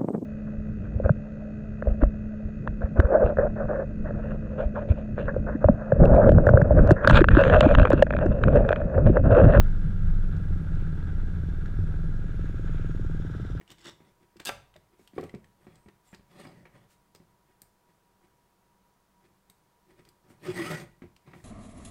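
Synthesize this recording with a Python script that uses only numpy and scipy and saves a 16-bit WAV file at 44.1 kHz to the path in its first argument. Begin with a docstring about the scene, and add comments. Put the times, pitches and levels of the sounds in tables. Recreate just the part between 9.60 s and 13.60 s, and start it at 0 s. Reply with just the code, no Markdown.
"""A car rolls slowly towards a halt on a paved paddock, heard from behind the windscreen.
From the start its idling engine booms in the cabin and whirrs under the bonnet, the tyres rumble,
the drive hum sinks and the camera adds hiss and a faint pulsing whine. A single-cylinder motorcycle
thumps closer while dips and seams shake the car's body. Later the brakes rub lightly and the
motorcycle crosses in front, its chain rasping and its engine chattering."""
import sys
import numpy as np
from scipy import signal
from scipy.fft import rfft, irfft
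from scipy.io import wavfile
from scipy.ndimage import uniform_filter1d, map_coordinates

SR = 44100
rng = np.random.default_rng(int(sys.argv[2]) if len(sys.argv) > 2 else 0)


def pcm_store(signal):
    """Save signal as 16-bit PCM."""
    levels = np.round(np.clip(np.atleast_2d(signal), -1, 1) * 32767)
    wavfile.write(sys.argv[1], SR, levels.astype(np.int16).T)


N = 176400
T = np.arange(N) / SR


def undb(db):
    """Decibels to amplitude ratio."""
    return 10 ** (np.asarray(db) / 20)

def unit(x):
    """Normalisation to an rms of one."""
    return x / np.sqrt(np.mean(x ** 2))

def curve(rows, axis=1):
    """Linear interpolation of one column over time."""
    rows = np.array(rows)
    return np.interp(T, rows[:, 0], rows[:, axis])

def wander(per_s):
    """Smooth random fluctuation with an rms of one."""
    return unit(map_coordinates(rng.standard_normal(2000), [T * per_s + 2], order=3, mode="wrap"))

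def colour(x, points):
    """Minimum-phase filtering through (Hz, dB) points."""
    points, size = np.array(points), 2 * N
    hz = np.maximum(np.arange(N + 1) * SR / size, 1)
    gain = undb(np.interp(np.log(hz), np.log(points[:, 0]), points[:, 1]))
    cepstrum = irfft(np.log(gain))
    cepstrum[1:N] *= 2
    cepstrum[N + 1:] = 0
    return irfft(rfft(x, size) * np.exp(rfft(cepstrum)))[:N]

def noise(points):
    """Coloured noise with an rms of one."""
    return unit(colour(rng.standard_normal(N), points))

def passband(x, order, hz, kind="lowpass"):
    """Maximally flat filtering."""
    return signal.sosfilt(signal.butter(order, hz, kind, fs=SR, output="sos"), x)

def resonate(x, hz, width_hz):
    """Two equal resonators in cascade, each of the given bandwidth."""
    b, a = signal.iirpeak(hz, hz / width_hz, SR)
    return signal.lfilter(b, a, signal.lfilter(b, a, x))

def ring(x, modes):
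    """Modal response: convolution with a sum of damped sinusoids."""
    t = T[:N // 8]
    response = sum(undb(db) * np.sin(2 * np.pi * hz * t) * 1000 ** (-t / t60) for hz, db, t60 in modes)
    return signal.fftconvolve(x, response)[:N]

def pulse_train(cycles, scatter_db):
    """One impulse of random strength at each whole cycle."""
    at = np.flatnonzero(np.diff(np.floor(cycles)) > 0)
    out = np.zeros(N)
    out[at] = undb(scatter_db * rng.standard_normal(N // 100)[:len(at)])
    return out

def blows(rows):
    """Ideal impacts: single impulses at (s, dB)."""
    out = np.zeros(N)
    for start, db in rows:
        out[int(start * SR)] += undb(db)
    return out

def glide(rows, harmonic=1):
    """A harmonic of a tone following (s, Hz, dB rms); phase is the integral of frequency."""
    cycles = harmonic * np.cumsum(curve(rows)) / SR
    return np.sqrt(2) * np.sin(2 * np.pi * cycles) * undb(curve(rows, axis=2))

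def swells(rows):
    """A sum of bell-shaped envelopes."""
    return sum(undb(db) * np.exp(-((T - centre) / half) ** 2) for centre, half, db in rows)

def rattle(points, clicks_per_s=2000, scatter_db=3, tail_s=.00085):
    """Shot noise: dense random metal clicks, each with an exponential tail of energy."""
    clicks = (rng.random(N) < clicks_per_s / SR) * undb(scatter_db * rng.standard_normal(N))
    energy = signal.lfilter([1], [1, -np.exp(-1 / (tail_s * SR))], clicks ** 2)
    return unit(colour(np.sqrt(energy) * rng.standard_normal(N), points))


# Boom at the firing rate. Each row: time in seconds, relative level in dB.
BOOM_ENVELOPE = [(0.03, -19), (0.35, -28.5), (0.49, -19.5), (0.69, -23.5), (0.75, -38), (0.94, -23.5),
                 (1.04, -38.5), (1.15, -25), (1.49, -34.5), (1.61, -24), (1.89, -40.5), (1.96, -30),
                 (2.2, -31), (2.48, -27), (2.9, -34), (3.1, -28), (3.59, -32), (4.0, -54)]
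# Cabin resonances. Each row: frequency in Hz, half-bandwidth of one stage in Hz, gain in dB.
CABIN_RESONANCES = [(41, 51, 1), (91.5, 31, 1), (110, 12, -10), (160.3, 13.2, 8.5), (174, 4, -26)]
def engine_boom(cycles):
    """Forced vibration: the firings drive the cabin air at their own rate and at its resonances."""
    fundamental = np.sqrt(2) * np.sin(2 * np.pi * cycles) * undb(curve(BOOM_ENVELOPE) + 1.5)
    firings = pulse_train(cycles, scatter_db=7)
    cabin = sum(undb(db) * resonate(firings, hz, 2 * half) for hz, half, db in CABIN_RESONANCES)
    return fundamental + undb(-45) * passband(unit(cabin), order=6, hz=209)

# Whirr of belts and valve gear. Each row: frequency in Hz, relative spectral density in dB.
WHIRR_SPECTRUM = [(300, -6.5), (700, -9), (930, -7.5), (1070, -16.5), (1200, -7), (1340, -1), (1640, -0.5),
                  (1820, -16.5), (1950, -12), (2200, -18), (3100, -23.5), (3480, -19), (4300, -30.5),
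                  (7000, -73)]
def belt_whirr(cycles):
    """Amplitude modulation: belt noise pulses at twice the firing rate and flickers at random."""
    pulsing = 1 + .18 * np.cos(2 * np.pi * 2 * cycles)
    return undb(-54) * unit(noise(WHIRR_SPECTRUM) * pulsing * undb(1.62 * wander(45)))

# Valve gear modes. Each row: frequency in Hz, relative level in dB, 60 dB decay time in seconds.
VALVE_GEAR_MODES = [(1320, -11, 0.072), (1377, 10.5, 0.047), (1440, -7, 0.03), (1632, 7, 0.059),
                    (1900, -13, 0.027), (3514, -4.5, 0.046), (4005, -7.5, 0.037)]
def valve_taps(cycles):
    """Impact excitation: taps ring the metal at a rate proportional to engine speed."""
    taps = pulse_train(np.pi * cycles + .15 * wander(50), scatter_db=2.2)
    return undb(-61) * unit(ring(taps, VALVE_GEAR_MODES))

def fan_hum(hz=194.5):
    """Tonal noise of rotation: the fan hums, wavering slightly in pitch and level."""
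    cycles = np.cumsum(hz * (1 + .0036 * wander(4.1))) / SR
    return undb(-49.5) * unit(np.sin(2 * np.pi * cycles) * undb(wander(3.4)))

# Fundamental of the drive. Each row: time in seconds, frequency in Hz, mean level in dB.
DRIVE_TONE = [(0, 100.1, -31.5), (.43, 92.6, -31), (.5, 91.62, -34.5), (1.0, 86.13, -33),
              (1.5, 83.8, -34.5), (2.1, 78.96, -37), (2.7, 74.37, -41), (3.1, 68.14, -41),
              (3.5, 61.37, -40.5), (4, 53.16, -43)]
def drive_hum(flutter_db=1.5, octave_db=-10.5):
    """Frequency follows rotation speed: the hum and its octave sink as the car slows."""
    fundamental = glide(DRIVE_TONE) * undb(flutter_db * wander(6.02))
    return fundamental + glide(DRIVE_TONE, harmonic=2) * undb(octave_db)

# Road rumble. Each row: frequency in Hz, relative spectral density in dB.
ROAD_SPECTRUM = [(5, -57.5), (14, -14.5), (28, -8.5), (45, 6.5), (66, -1), (85, -6.5), (130, -6), (165, 0),
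                 (190, -12.5), (215, -18), (300, -21.5), (450, -29.5), (700, -37.5), (1200, -66.5),
                 (4000, -57), (15000, -82)]
# Its envelope. Each row: time in seconds, level in dB.
ROAD_ENVELOPE = [(0, -28.5), (.45, -34), (.8, -32), (1.5, -33), (2.3, -33), (3, -35.5), (4, -37.5)]
def tyre_rumble():
    """Random excitation: tyres rolling on paving make low-frequency noise."""
    return noise(ROAD_SPECTRUM) * undb(curve(ROAD_ENVELOPE))

# Whine bands. Each row: centre in Hz, stage bandwidth in Hz, burst level in dB, share left in the gaps.
WHINE_BANDS = [(5630, 150, -82.5, .6), (11300, 300, -84.5, .3)]
# Hiss. Each row: frequency in Hz, relative spectral density in dB.
HISS_SPECTRUM = [(500, 9.5), (2500, 10.5), (4000, 3.5), (4600, 3.5), (6100, 1), (8200, 1), (9000, -3.5),
                 (11000, -3), (12000, -8.5), (13600, -12.5), (14500, -6.5)]
def camera_noise(frame_hz=23.976):
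    """Electrical noise: narrow bands swell once a frame over a steady broadband hiss."""
    phase = T * frame_hz % 1
    gate = uniform_filter1d(((phase > .43) & (phase < .84)) * 1., size=60)
    whine = np.zeros(N)
    for hz, width, db, floor in WHINE_BANDS:
        band = unit(resonate(rng.standard_normal(N), hz, width))
        whine += undb(db) * band * (floor + (1 - floor) * gate)
    return whine + undb(-67.5) * noise(HISS_SPECTRUM)

# Motorcycle engine speed. Each row: time in seconds, firing rate in Hz.
BIKE_FIRING_RATE = [(0, 20.038), (.9, 18.614), (1.5, 19.741), (2.1, 19.785), (2.7, 19.886), (4, 19.864)]
def motorcycle_cycles():
    """Phase as the integral of firing rate, in cycles, with slight jitter."""
    return .475 + np.cumsum(curve(BIKE_FIRING_RATE)) / SR + .009 * wander(20)

# Exhaust beat. Each row: frequency in Hz, relative spectral density in dB.
EXHAUST_SPECTRUM = [(5, -47.5), (20, 11.5), (40, 6), (70, 1.5), (100, 10.5), (205, -2), (270, 6), (400, -1),
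                    (600, -13), (760, -27), (1200, -30.5), (3000, -53), (10000, -81)]
# Its envelope. Each row: time in seconds, relative level in dB.
EXHAUST_ENVELOPE = [(0, -17.5), (.6, -5), (1.6, -4), (2.3, -4.5), (2.8, -1), (3.4, 0.5), (4, 0.5)]
# Cabin modes it rings. Each row: frequency in Hz, relative level in dB, 60 dB decay time in seconds.
CABIN_MODES = [(38, -5, 0.23), (77.3, -9.5, 0.11), (98.3, 1, 0.22), (117.7, -3, 0.25), (159.45, -2, 0.21)]
# Envelope of their boom. Each row: time in seconds, gain in dB.
CABIN_ENVELOPE = [(0, -45), (.6, -36), (1.7, -38.5), (2.3, -36), (2.8, -33), (3.3, -33), (4, -32.5)]
def motorcycle_exhaust(cycles, cabin_lag_s=.01038):
    """Sympathetic resonance: each exhaust pulse is followed by a boom in the car's cabin."""
    firings = pulse_train(cycles, scatter_db=.8)
    beat = unit(colour(firings, EXHAUST_SPECTRUM)) * undb(curve(EXHAUST_ENVELOPE) - 41)
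    delayed = np.interp(T - cabin_lag_s, T, firings, left=0)
    boom = passband(unit(ring(delayed, CABIN_MODES)), order=4, hz=[25, 190], kind="bandpass")
    return beat + boom * undb(curve(CABIN_ENVELOPE))

# Light jolts. Each row: start in seconds, impulse strength in dB.
PANEL_JOLTS = [(.243, -19), (.48, -22), (.732, -20), (.905, -35), (.992, -20), (1.14, -23.5), (1.25, -23.5),
               (1.3, -24.5), (1.805, -22)]
# Panel modes. Each row: frequency in Hz, gain in dB, 60 dB decay time in seconds.
PANEL_MODES = [(156.2, -2, 0.22), (164.4, -20, 0.18)]
def panel_drone(cutoff_hz=215):
    """Free vibration: a panel drones on after each soft jolt."""
    force = passband(blows(PANEL_JOLTS), order=2, hz=cutoff_hz)
    return ring(passband(force, order=2, hz=cutoff_hz), PANEL_MODES)

# Groan of the body. Each row: time in seconds, frequency in Hz, level in dB.
GROAN_TONE = [(.25, 222, -90), (.3, 214, -44), (.36, 180, -47), (.41, 152, -34), (.445, 108, -31),
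              (.47, 58, -28), (.5, 48, -36), (.56, 45, -90)]
def body_groan():
    """Frequency sweep: the body gives a falling tone as it rolls into a dip."""
    return glide(GROAN_TONE)

# Seams in the paving. Each row: start in seconds, impulse strength in dB.
SEAM_BLOWS = [(.365, -28), (2.189, -17.5)]
# Body modes. Each row: frequency in Hz, gain in dB, 60 dB decay time in seconds.
BODY_MODES = [(92, 0, 0.3), (157, -13.5, 0.11), (246, -15.5, 0.072), (352, -17, 0.1)]
def seam_knocks():
    """Soft impact: a seam excites mainly the low modes of the body."""
    return ring(passband(blows(SEAM_BLOWS), order=2, hz=300), BODY_MODES)

# Dips. Each row: centre in seconds, half-width in seconds, peak level in dB.
SPRING_SWELLS = [(.468, .024, -23), (.926, .024, -24.5), (1.135, .024, -27.5)]
def spring_thumps(hz=52):
    """Transient oscillation: each dip draws a short low tone burst from the springs."""
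    return swells(SPRING_SWELLS) * np.sin(2 * np.pi * hz * T)

# Ticks of grit and trim. Each row: start in seconds, relative level in dB.
GRIT_TICKS = [(.766, -48.5), (1.151, -47.5), (1.89, -57), (2.06, -49.5), (2.44, -57), (2.855, -56),
              (3.768, -57), (3.895, -56)]
# Their timbre. Each row: frequency in Hz, relative spectral density in dB.
TICK_SPECTRUM = [(800, -15), (1500, 4), (2200, -7), (3800, 0), (5000, -8), (6700, -5), (8000, -15),
                 (14000, -32)]
def grit_ticks(decay_s=.004):
    """Exponential decay: grit and trim tick in brief bursts of broadband noise."""
    envelope = sum(undb(db) * (T >= s) * np.exp(-np.abs(T - s) / decay_s) for s, db in GRIT_TICKS)
    return .5 * envelope * noise(TICK_SPECTRUM)

# Motorcycle chain. Each row: frequency in Hz, relative spectral density in dB.
CHAIN_SPECTRUM = [(300, -25), (900, -6), (1400, 7), (1900, 1), (2400, 2.5), (3100, -4), (3700, -7),
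                  (4400, -18), (7400, -24), (10000, -36)]
# Its swells. Each row: centre in seconds, half-width in seconds, peak level in dB.
CHAIN_SWELLS = [(1.21, .07, -63.5), (2.72, .08, -63.5), (2.853, .045, -60), (2.96, .06, -66),
                (3.08, .035, -60.5), (3.155, .04, -60), (3.24, .07, -62)]
def chain_rasp():
    """Superposition of impacts: the chain's many clicks merge into swells of rasp."""
    return rattle(CHAIN_SPECTRUM) * swells(CHAIN_SWELLS)

# Clacks under the bonnet. Each row: start in seconds, impulse strength in dB.
BONNET_BLOWS = [(1.267, -41), (2.058, -38.5), (3.084, -42), (3.255, -43), (3.743, -43)]
# Their modes. Each row: frequency in Hz, gain in dB, 60 dB decay time in seconds.
BONNET_MODES = [(1390, -8, .035), (1507, -4, .045), (1690, -7, .045)]
def bonnet_clacks():
    """Transmission through a partition: the bulkhead passes one band of each ringing clack."""
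    return passband(ring(blows(BONNET_BLOWS), BONNET_MODES), order=2, hz=(1250, 1850), kind="bandpass")

# Brake rub. Each row: time in seconds, level in dB.
BRAKE_ENVELOPE = [(0, -91), (2.2, -88), (2.8, -81.5), (3.3, -77.5), (3.7, -82), (4, -95)]
def brake_rub():
    """Friction noise: light rubbing excites one narrow, high resonance."""
    return unit(resonate(rng.standard_normal(N), hz=6720, width_hz=134)) * undb(curve(BRAKE_ENVELOPE))

# Motorcycle engine chatter. Each row: frequency in Hz, relative spectral density in dB.
CHATTER_SPECTRUM = [(1200, -30), (2400, -11), (3200, 5), (3750, 4.5), (4400, -16), (5050, 0.5), (5400, -11),
                    (5700, 1.5), (6200, -14.5), (7300, -6.5), (9000, -26.5), (14000, -41)]
# Its envelope. Each row: time in seconds, level in dB.
CHATTER_ENVELOPE = [(0, -96), (2.3, -96), (3, -75), (3.6, -70), (3.8, -68), (4, -68.5)]
def motorcycle_chatter(cycles, depth=.4):
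    """Amplitude modulation: bright clatter, heard once side-on, pulses with each engine cycle."""
    pulsing = 1 + depth * np.sin(2 * np.pi * cycles)
    return rattle(CHATTER_SPECTRUM) * undb(curve(CHATTER_ENVELOPE)) * pulsing


def scene(idle_hz=22.845):
    """Superposition: all sources add at one microphone."""
    car_cycles = np.cumsum(idle_hz * (1 + .025 * wander(7))) / SR
    engine = engine_boom(car_cycles) + belt_whirr(car_cycles) + valve_taps(car_cycles) + fan_hum()
    rolling = drive_hum() + tyre_rumble() + brake_rub()
    body = panel_drone() + body_groan() + seam_knocks() + spring_thumps() + grit_ticks()
    bike_cycles = motorcycle_cycles()
    motorcycle = motorcycle_exhaust(bike_cycles) + chain_rasp() + motorcycle_chatter(bike_cycles)
    return (engine + rolling + body + bonnet_clacks() + motorcycle + camera_noise())[None]

def record(dry, cutoff_hz=15000):
    """Band limiting: the camera cuts the highest treble steeply."""
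    return signal.sosfilt(signal.ellip(8, .2, 70, cutoff_hz, fs=SR, output="sos"), dry)


dry = scene()
out = record(dry)
pcm_store(out)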